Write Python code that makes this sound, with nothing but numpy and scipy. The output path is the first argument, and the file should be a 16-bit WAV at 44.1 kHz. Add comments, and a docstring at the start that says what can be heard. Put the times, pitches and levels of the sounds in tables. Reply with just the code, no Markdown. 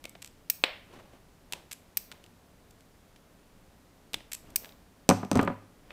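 """Quiet garage, wooden bench: self-adjusting wire strippers work on thin wires in still air.
Jaws bite, linkage ticks, insulation parts, the spring snaps the jaws back; once the tool lets go with a loud crack.
Near the end it is dropped and clatters against pliers. Contacts are filtered noise bursts, bench and steel add
damped modes, rubbing and air are coloured noise. Decaying noise gives the room's answer to every contact."""
import sys
import numpy as np
from scipy import signal
from scipy.fft import rfft, irfft
from scipy.io import wavfile
from scipy.ndimage import uniform_filter1d

SR = 44100
rng = np.random.default_rng(int(sys.argv[2]) if len(sys.argv) > 2 else 0)


def wrap_up_sound(samples):
    """Save the sound to the file named by the first command line argument, as 16-bit audio."""
    columns = np.atleast_2d(samples).T
    # keep every value between -1 and 1, then stretch to whole-number steps
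    tamed = np.clip(columns, -1, 1)
    steps = np.round(tamed * 32767).astype(np.int16)
    wavfile.write(sys.argv[1], SR, steps)


N = 261424

# Levels are relative; each source adds its own gain.
# still air, spectral density: hz, level_db
AIR_COLOUR = [(12, -37.5), (20, -1), (33, -7), (109, -8.5), (136, -12.5), (180, -7), (212, -11.5),
              (296, -10.5), (322, -15.5), (437, -15), (475, -18), (531, -16), (1290, -23.5), (2660, -29),
              (15300, -37.5)]
# room decay: hz, t60_s
GARAGE_DECAY = [(100, .4), (300, 0.41), (800, .4), (2000, .47), (5500, .4), (9000, 0.32), (14600, 0.4)]
# hands shift the wire and its load on the bench: peak_s, length_s, rub_db, rumble_db
HANDLING_MOVES = [(0.941, 0.33, -51.5, -55.5), (1.136, .1, -60.5, -57), (1.55, 0.23, -55, -60),
                  (2.129, 0.46, -61, -85.5), (4.153, .15, -61, -52), (4.47, 0.43, -58.5, -54.5),
                  (4.644, 0.21, -56.5, -79.5), (5.76, .4, -68.5, -66), (5.92, 0.19, -52, -71)]
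# rubbing spectrum: hz, level_db
RUB_COLOUR = [(40, -6), (200, -3.5), (600, 1.5), (1300, -8), (3000, -11.5), (5000, -21), (15000, -32)]
# bench rumble spectrum: hz, level_db
RUMBLE_COLOUR = [(20, -0.5), (60, -1), (120, -3.5), (300, -3), (600, -16), (2000, -46), (15000, -51)]
# tool lands and settles: start_s, bench_db, hardness_hz, steel_db, first_flight_s
BLOWS = [(5.0907, -12, 860, -8.5, 0.0099), (5.0995, -11, 850, -21, .011), (5.11, -16, 1780, -33, .012),
         (5.2306, -27, 1100, -61, .02), (5.3145, -16, 770, -21.5, .016), (5.3553, -16, 815, -27.5, .018),
         (5.361, -9, 378, -37, 0.0122), (5.373, -23.5, 1005, -30, .008), (5.392, -14.5, 2170, -38, .006),
         (5.428, -24, 900, -48, .017), (5.4753, -18.5, 1870, -50, .025)]
# modes of the loaded, damped bench top: hz, level_db, t60_s
BENCH_MODES = [(102, -12, .36), (140, -12, .15), (187, 0, .14), (215, -3, .12), (248, -4, .15),
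               (280, -3, .17), (414, -8, .12), (450, -10, .1), (549, -4, .13), (729, -3, .1), (856, -8, .1),
               (990, -5, .09), (1212, -5, .08), (1459, -12, .07), (1692, -14, .07)]
# modes of the steel jaws: hz, level_db, t60_s
STEEL_MODES = [(2500, -8, .04), (2676, -9, .04), (5300, -6, .04), (6040, -1, .08), (6140, -3, .11),
               (6300, -3, .08), (7800, -7, .05), (8450, -8, .05)]
# blow on wood, spectrum: hz, level_db
WOOD_COLOUR = [(30, -21), (70, -13), (180, 2.5), (300, 0.5), (400, -1), (560, -1), (1050, -1), (1500, -5),
               (2500, -8.5), (4000, -16.5), (8000, -27), (15000, -30)]
# blow on steel, spectrum: hz, level_db
CLANK_COLOUR = [(300, -12), (1500, -4.5), (2500, 3), (3500, -2), (6000, 1.5), (6900, -3.5), (8200, 2.5),
                (10200, -11.5), (12000, -9), (15000, -17.5)]
# tool slides over the pliers: start_s, end_s, level_db, resonance_hz
SCRAPES = [(5.317, 5.445, -37, 1240), (5.472, 5.526, -55, 1480)]
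# scrape spectrum: hz, level_db
SCRAPE_COLOUR = [(100, 6), (600, 6.5), (1500, -8.5), (3000, -6), (6000, -27.5), (15000, -38)]
# runs of linkage slips: start_s, length_s, last_slip_db, treble_db
TICK_RUNS = [(0.0946, 0, -40, 13.5), (0.22, 0.0056, -29, -5.5), (.2462, 0.001, -29, -4.5),
             (0.2584, 0.0036, -37.5, -2), (0.2746, 0.0016, -38, -4), (1.7126, 0.005, -26, -6.5),
             (1.7266, 0.0047, -26, 0.5), (2.7078, 0.0022, -44.5, -3), (2.8076, 0, -45.5, -7),
             (4.3174, 0.0042, -25, -5), (4.3312, 0.0029, -20.5, 1.5), (4.343, 0.0071, -26.5, 1.5),
             (4.5026, 0.0025, -44.5, 2), (5.2492, 0, -37, -8), (5.413, 0.00064, -30, -6),
             (5.428, 0.0031, -33.5, 4), (5.4485, 0.0015, -43.5, 7)]
# slip spectrum: hz, level_db
TICK_COLOUR = [(100, -30), (1300, -13), (2500, -2.5), (4000, -4.5), (6000, -3.5), (6900, -4), (8000, 1),
               (9800, -11), (11800, -2), (15000, -13.5)]
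# jaws nip the wire: start_s, level_db, treble_db, resonance_hz, second_blade_lag_s
BITES = [(.1522, -41.5, -11.5, 684, 0.0029), (2.116, -29.5, -1.5, 1460, .007),
         (2.2403, -39.5, 4, 2920, .0225), (3.1608, -44.5, -0.5, 1900, 0.0031),
         (4.2051, -45, -13, 1700, .003), (4.6459, -32.5, -2, 1690, .011), (4.6916, -41, -2, 3840, 0.031),
         (5.9056, -40, -18, 2517, .017)]
# nip spectrum: hz, level_db
BITE_COLOUR = [(100, -15.5), (500, -6), (1300, -9), (2400, -2.5), (3600, -1.5), (4400, -6.5), (7000, -12),
               (8200, -9.5), (10000, -16), (12500, -19), (15000, -20.5)]
# blades catch, drag, break through insulation:
# start_s, drag_s, catch_db, break_db, treble_db, jaw_hz, drag_hz
STRIPS = [(0.0409, .013, -30.5, -26, 2.5, 2520, 2200), (1.524, 0.0097, -18.5, -19, 2.5, 2670, 965),
          (4.1334, .0088, -24.5, -15, 0, 3530, 2800)]
# tool lets go under load: start_s, level_db
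CRACKS = [(0.638, -3.5)]
# crack, direct spectrum: hz, level_db
CRACK_COLOUR = [(80, -27.5), (300, -9), (550, -6), (1500, -9.5), (2600, -3.5), (3900, -4), (5000, -16),
                (6400, -30), (7900, -17.5), (9800, -37), (11500, -29), (15000, -40.5)]
# crack, spectrum fed to the room: hz, level_db
BODY_COLOUR = [(100, -20), (300, -10), (550, -2), (1400, -7.5), (2100, -2), (3000, -4), (4200, -10),
               (5200, -15), (6100, -30), (8000, -25), (10000, -37), (15000, -32)]
# spring snaps the jaws back: start_s, level_db, reflection_db, treble_db, resonance_hz
SNAPS = [(0.4999, -11.5, -5.5, -1, 12800), (1.9717, -15, -3, -0.5, 12260), (4.5596, -13, -4, 1.5, 8270)]
# snap spectrum: hz, level_db
SNAP_COLOUR = [(100, -22.5), (1400, -18), (2400, -5), (3400, -12.5), (5000, -3.5), (6300, -4), (7100, -9.5),
               (8300, -1.5), (10200, -9.5), (12800, 1), (13900, -4), (15000, 1)]

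TOP_HZ = 15400
SWELL_SHARE, SWELL_DB = .3, 20  # share of a move spent swelling; drop at its ends
# each rebound: shorter flight, softer and weaker contact
FLIGHT_SHARE, SOFTER_SHARE, BENCH_LOSS_DB, STEEL_LOSS_DB = .8, 0.47, 7, 12.5
SLIP_S, SLIP_GROWTH_DB = .0027, 2.5  # nominal spacing; growth per slip
SECOND_BLADE_DB = -4.5
DRAG_DB, CATCH_TREBLE_DB, CATCH_RING_DB = -47, 3, 0  # catch treble is relative to the break
OVERRUN_S = .004  # blades slide on past the break


def amp(db):
    """Decibels to gain."""
    return 10 ** (np.asarray(db) / 20)


def unit(x):
    """Scale to rms 1."""
    return x / np.sqrt(np.mean(x ** 2) + 1e-20)


def along(points, hz):
    """Interpolate (hz, value) points on a log axis."""
    f, v = np.transpose(points)
    return np.interp(np.log(hz + 1), np.log(f + 1), v)


def fade(t, t60_s):
    """Exponential decay, 60 dB in t60_s."""
    return np.exp(-np.log(1000) * t / t60_s)


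def add(track, start_s, sound):
    """Mix a sound into the track, cut at its end."""
    part = track[round(start_s * SR):][:len(sound)]
    part += sound[:len(part)]


def noise(colour):
    """Steady coloured noise of rms 1."""
    gain = amp(along(colour, np.fft.rfftfreq(N, 1 / SR)))
    return unit(irfft(rfft(rng.standard_normal(N)) * gain, N))


def shaped(x, gain_db, size=32768):
    """Minimum-phase filter of the given dB response: no sound before the blow."""
    cepstrum = irfft(np.log(amp(gain_db(np.fft.rfftfreq(size, 1 / SR)))))
    cepstrum[1:size // 2] *= 2
    cepstrum[size // 2 + 1:] = 0
    return irfft(rfft(x, size) * np.exp(rfft(cepstrum)))


def burst(decay_s, count=3, size=8192):
    """Dense damped noise of unit energy, repeatedly whitened and faded at twice decay_s."""
    t = np.arange(size) / SR
    x = rng.standard_normal(size) * fade(t, decay_s)
    for _ in range(count):
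        spectrum = rfft(x)
        white = irfft(spectrum / (np.abs(spectrum) + 1e-9))
        x = white * fade(t, decay_s * 2)
    return x / np.linalg.norm(x)


def click(colour, decay_s, treble_db=0, ring_hz=3000, ring_db=0, pivot_hz=5000, width=0.073):
    """One contact: treble tilts about a pivot, the place struck favours one resonance."""
    def gain_db(hz):
        tilt = treble_db * (hz ** 2 / (hz ** 2 + pivot_hz ** 2) * 2 - 1)
        resonance = ring_db / (1 + ((hz / ring_hz - 1) / width) ** 2)
        return along(colour, hz) + tilt + resonance

    return shaped(burst(decay_s), gain_db)


def ring(modes, scatter_db, size=32768):
    """Damped modes, struck with new strengths and phases each time."""
    t = np.arange(size) / SR
    out = np.zeros(size)
    for hz, level_db, t60_s in modes:
        strength = amp(level_db + rng.normal(0, scatter_db))
        swing = np.sin(2 * np.pi * (hz * t + rng.random()))
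        out += strength * swing * fade(t, t60_s)
    rise = 1 - fade(t, 0.0027)
    return rise * out


def garage(x, build_s=.004):
    """Diffuse room answer: noise decaying per band, drawn anew for every contact."""
    hz, t, z = signal.stft(rng.standard_normal(SR * 2 // 3), SR, nperseg=256)
    decay = fade(t, along(GARAGE_DECAY, hz)[:, None])
    tail = signal.istft(z * decay, SR, nperseg=256)[1]
    tail *= 1 - np.exp(-(np.arange(len(tail)) / SR / build_s) ** 2)
    return signal.fftconvolve(x, tail / np.linalg.norm(tail))[:len(x)]


def still_air():
    """Steady coloured noise of the quiet garage."""
    return amp(-59.0) * noise(AIR_COLOUR)


def handling():
    """Grainy rubbing of hands, sleeve and wire, plus bench rumble; each move swells and fades."""
    t = np.arange(N) / SR
    rub, rumble = np.zeros(N), np.zeros(N)
    for peak_s, length_s, rub_db, rumble_db in HANDLING_MOVES:
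        before = (peak_s - t) / SWELL_SHARE
        after = (t - peak_s) / (1 - SWELL_SHARE)
        swell = amp(-SWELL_DB * np.maximum(before, after) / length_s)
        rub += amp(rub_db) * swell
        rumble += amp(rumble_db) * swell
    grip = amp(2.5 * unit(uniform_filter1d(rng.standard_normal(N), size=300)))
    return rub * unit(noise(RUB_COLOUR) * grip) + rumble * noise(RUMBLE_COLOUR)


def contacts(count=3):
    """Each blow and its rebounds: start_s, bench_db, hardness_hz, steel_db."""
    for start_s, bench_db, hardness_hz, steel_db, flight_s in BLOWS:
        for k in range(count):
            softer_hz = hardness_hz * SOFTER_SHARE ** k
            yield start_s, bench_db - k * BENCH_LOSS_DB, softer_hz, steel_db - k * STEEL_LOSS_DB
            start_s = start_s + flight_s * FLIGHT_SHARE ** k


def landing():
    """Each blow thumps the bench, duller for soft grips; bare steel clanks and rings."""
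    out = np.zeros(N)
    for start_s, bench_db, hardness_hz, steel_db in contacts():
        boards = amp(-43) * ring(BENCH_MODES, scatter_db=2)
        jaws = amp(-45) * ring(STEEL_MODES, scatter_db=3)
        wood = amp(33.0) * (click(WOOD_COLOUR, decay_s=0.066) + boards)
        thump = shaped(wood, lambda hz: -10 * np.log10(1 + (hz / hardness_hz) ** 4))
        clank = amp(18.5) * (click(CLANK_COLOUR, decay_s=0.015, ring_hz=6060, ring_db=2) + jaws)
        add(out, start_s, amp(bench_db) * (thump + amp(-13.0) * garage(thump)))
        add(out, start_s, amp(steel_db) * (clank + amp(-15.0) * garage(clank)))
    return out


def rasp(length_s, level_db, ring_hz):
    """Stick and slip: a dense run of tiny uneven catches, with its room."""
    size = max(round(length_s * SR), 2)
    caught = rng.random(size) < 1500 / SR  # mean 1500 catches per second
    catches = rng.standard_normal(size) * caught
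    direct = signal.fftconvolve(catches, click(SCRAPE_COLOUR, decay_s=0.008, ring_hz=ring_hz, ring_db=15))
    direct *= np.sqrt(size) / (np.linalg.norm(direct) + 1e-9)
    return amp(level_db) * (direct + amp(-9) * garage(direct))


def scrapes():
    """The dropped tool rasps over the pliers as it settles."""
    out = np.zeros(N)
    for start_s, end_s, level_db, ring_hz in SCRAPES:
        add(out, start_s, rasp(end_s - start_s, level_db, ring_hz))
    return out


def ticks():
    """Bright slips of the steel linkage, evenly spaced, growing until the joint comes free."""
    out = np.zeros(N)
    for start_s, length_s, last_db, treble_db in TICK_RUNS:
        slips_s = np.linspace(start_s, start_s + length_s, 1 + round(length_s / SLIP_S))
        for to_go, slip_s in enumerate(slips_s[::-1]):
            ring_hz = 8000 * np.exp(rng.normal(0, 0.18))
            hit = click(TICK_COLOUR, decay_s=.013, treble_db=treble_db, ring_hz=ring_hz, ring_db=4)
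            gain = amp(last_db + 15.0 - SLIP_GROWTH_DB * to_go)
            add(out, slip_s, gain * (hit + amp(-14) * garage(hit)))
    return out


def bite(level_db, treble_db, ring_hz, ring_db=9):
    """One short click of a blade, with its plainer room answer."""
    hit = click(BITE_COLOUR, decay_s=0.024, treble_db=treble_db, ring_hz=ring_hz, ring_db=ring_db)
    room = garage(click(BITE_COLOUR, decay_s=0.0075, treble_db=treble_db - 0.5))
    return amp(level_db + 19.5) * (hit + amp(-15) * room)


def bites():
    """Light nips: the second blade meets the wire later and more weakly."""
    out = np.zeros(N)
    for start_s, level_db, treble_db, ring_hz, lag_s in BITES:
        add(out, start_s, bite(level_db, treble_db, ring_hz))
        add(out, start_s + lag_s, bite(level_db + SECOND_BLADE_DB, treble_db, ring_hz, ring_db=7))
    return out


def strips():
    """A bright catch, a short drag, then the click as the insulation parts."""
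    out = np.zeros(N)
    for start_s, drag_s, catch_db, break_db, treble_db, jaw_hz, drag_hz in STRIPS:
        add(out, start_s, bite(catch_db, treble_db + CATCH_TREBLE_DB, jaw_hz, CATCH_RING_DB))
        add(out, start_s, rasp(drag_s + OVERRUN_S, DRAG_DB, drag_hz))
        add(out, start_s + drag_s, bite(break_db, treble_db, jaw_hz))
    return out


def cracks():
    """A hard, lower crack that bounces off the bench; its body fills the room."""
    out = np.zeros(N)
    for start_s, level_db in CRACKS:
        hit = click(CRACK_COLOUR, decay_s=0.02435, ring_hz=2590, ring_db=6.5)
        add(hit, .005, amp(-11) * click(CRACK_COLOUR, decay_s=.018))
        room = garage(click(BODY_COLOUR, decay_s=0.0089))
        add(out, start_s, amp(level_db + 22.0) * (hit + amp(-11.0) * room))
    return out


def snaps():
    """Sprung jaws hit their stop; the bench reflects the snap, the room blends all directions: plainer."""
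    out = np.zeros(N)
    for start_s, level_db, reflection_db, treble_db, ring_hz in SNAPS:
        def arrival():
            return click(SNAP_COLOUR, decay_s=.016, treble_db=treble_db, ring_hz=ring_hz, ring_db=8, width=.035)

        hit = arrival()
        add(hit, .0028, amp(reflection_db) * arrival())  # off the bench
        add(hit, .007, amp(-18) * arrival())  # second, fainter reflection
        room = garage(click(SNAP_COLOUR, decay_s=.008, treble_db=treble_db))
        add(out, start_s, amp(level_db + 19.5) * (hit + amp(-14.0) * room))
    return out


def scene():
    """The tool over the still air of the garage, one channel."""
    background = still_air() + handling()
    drop = landing() + scrapes()
    tool = ticks() + bites() + strips() + cracks() + snaps()
    return (background + drop + tool)[None]


def record(dry):
    """Steep low-pass, half power at TOP_HZ."""
    hz = np.fft.rfftfreq(N + SR, 1 / SR)
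    gain = 1 / np.sqrt(1 + (hz / TOP_HZ) ** 160)
    return irfft(rfft(dry, N + SR) * gain, N + SR)[:, :N]


dry = scene()
out = record(dry)
wrap_up_sound(out)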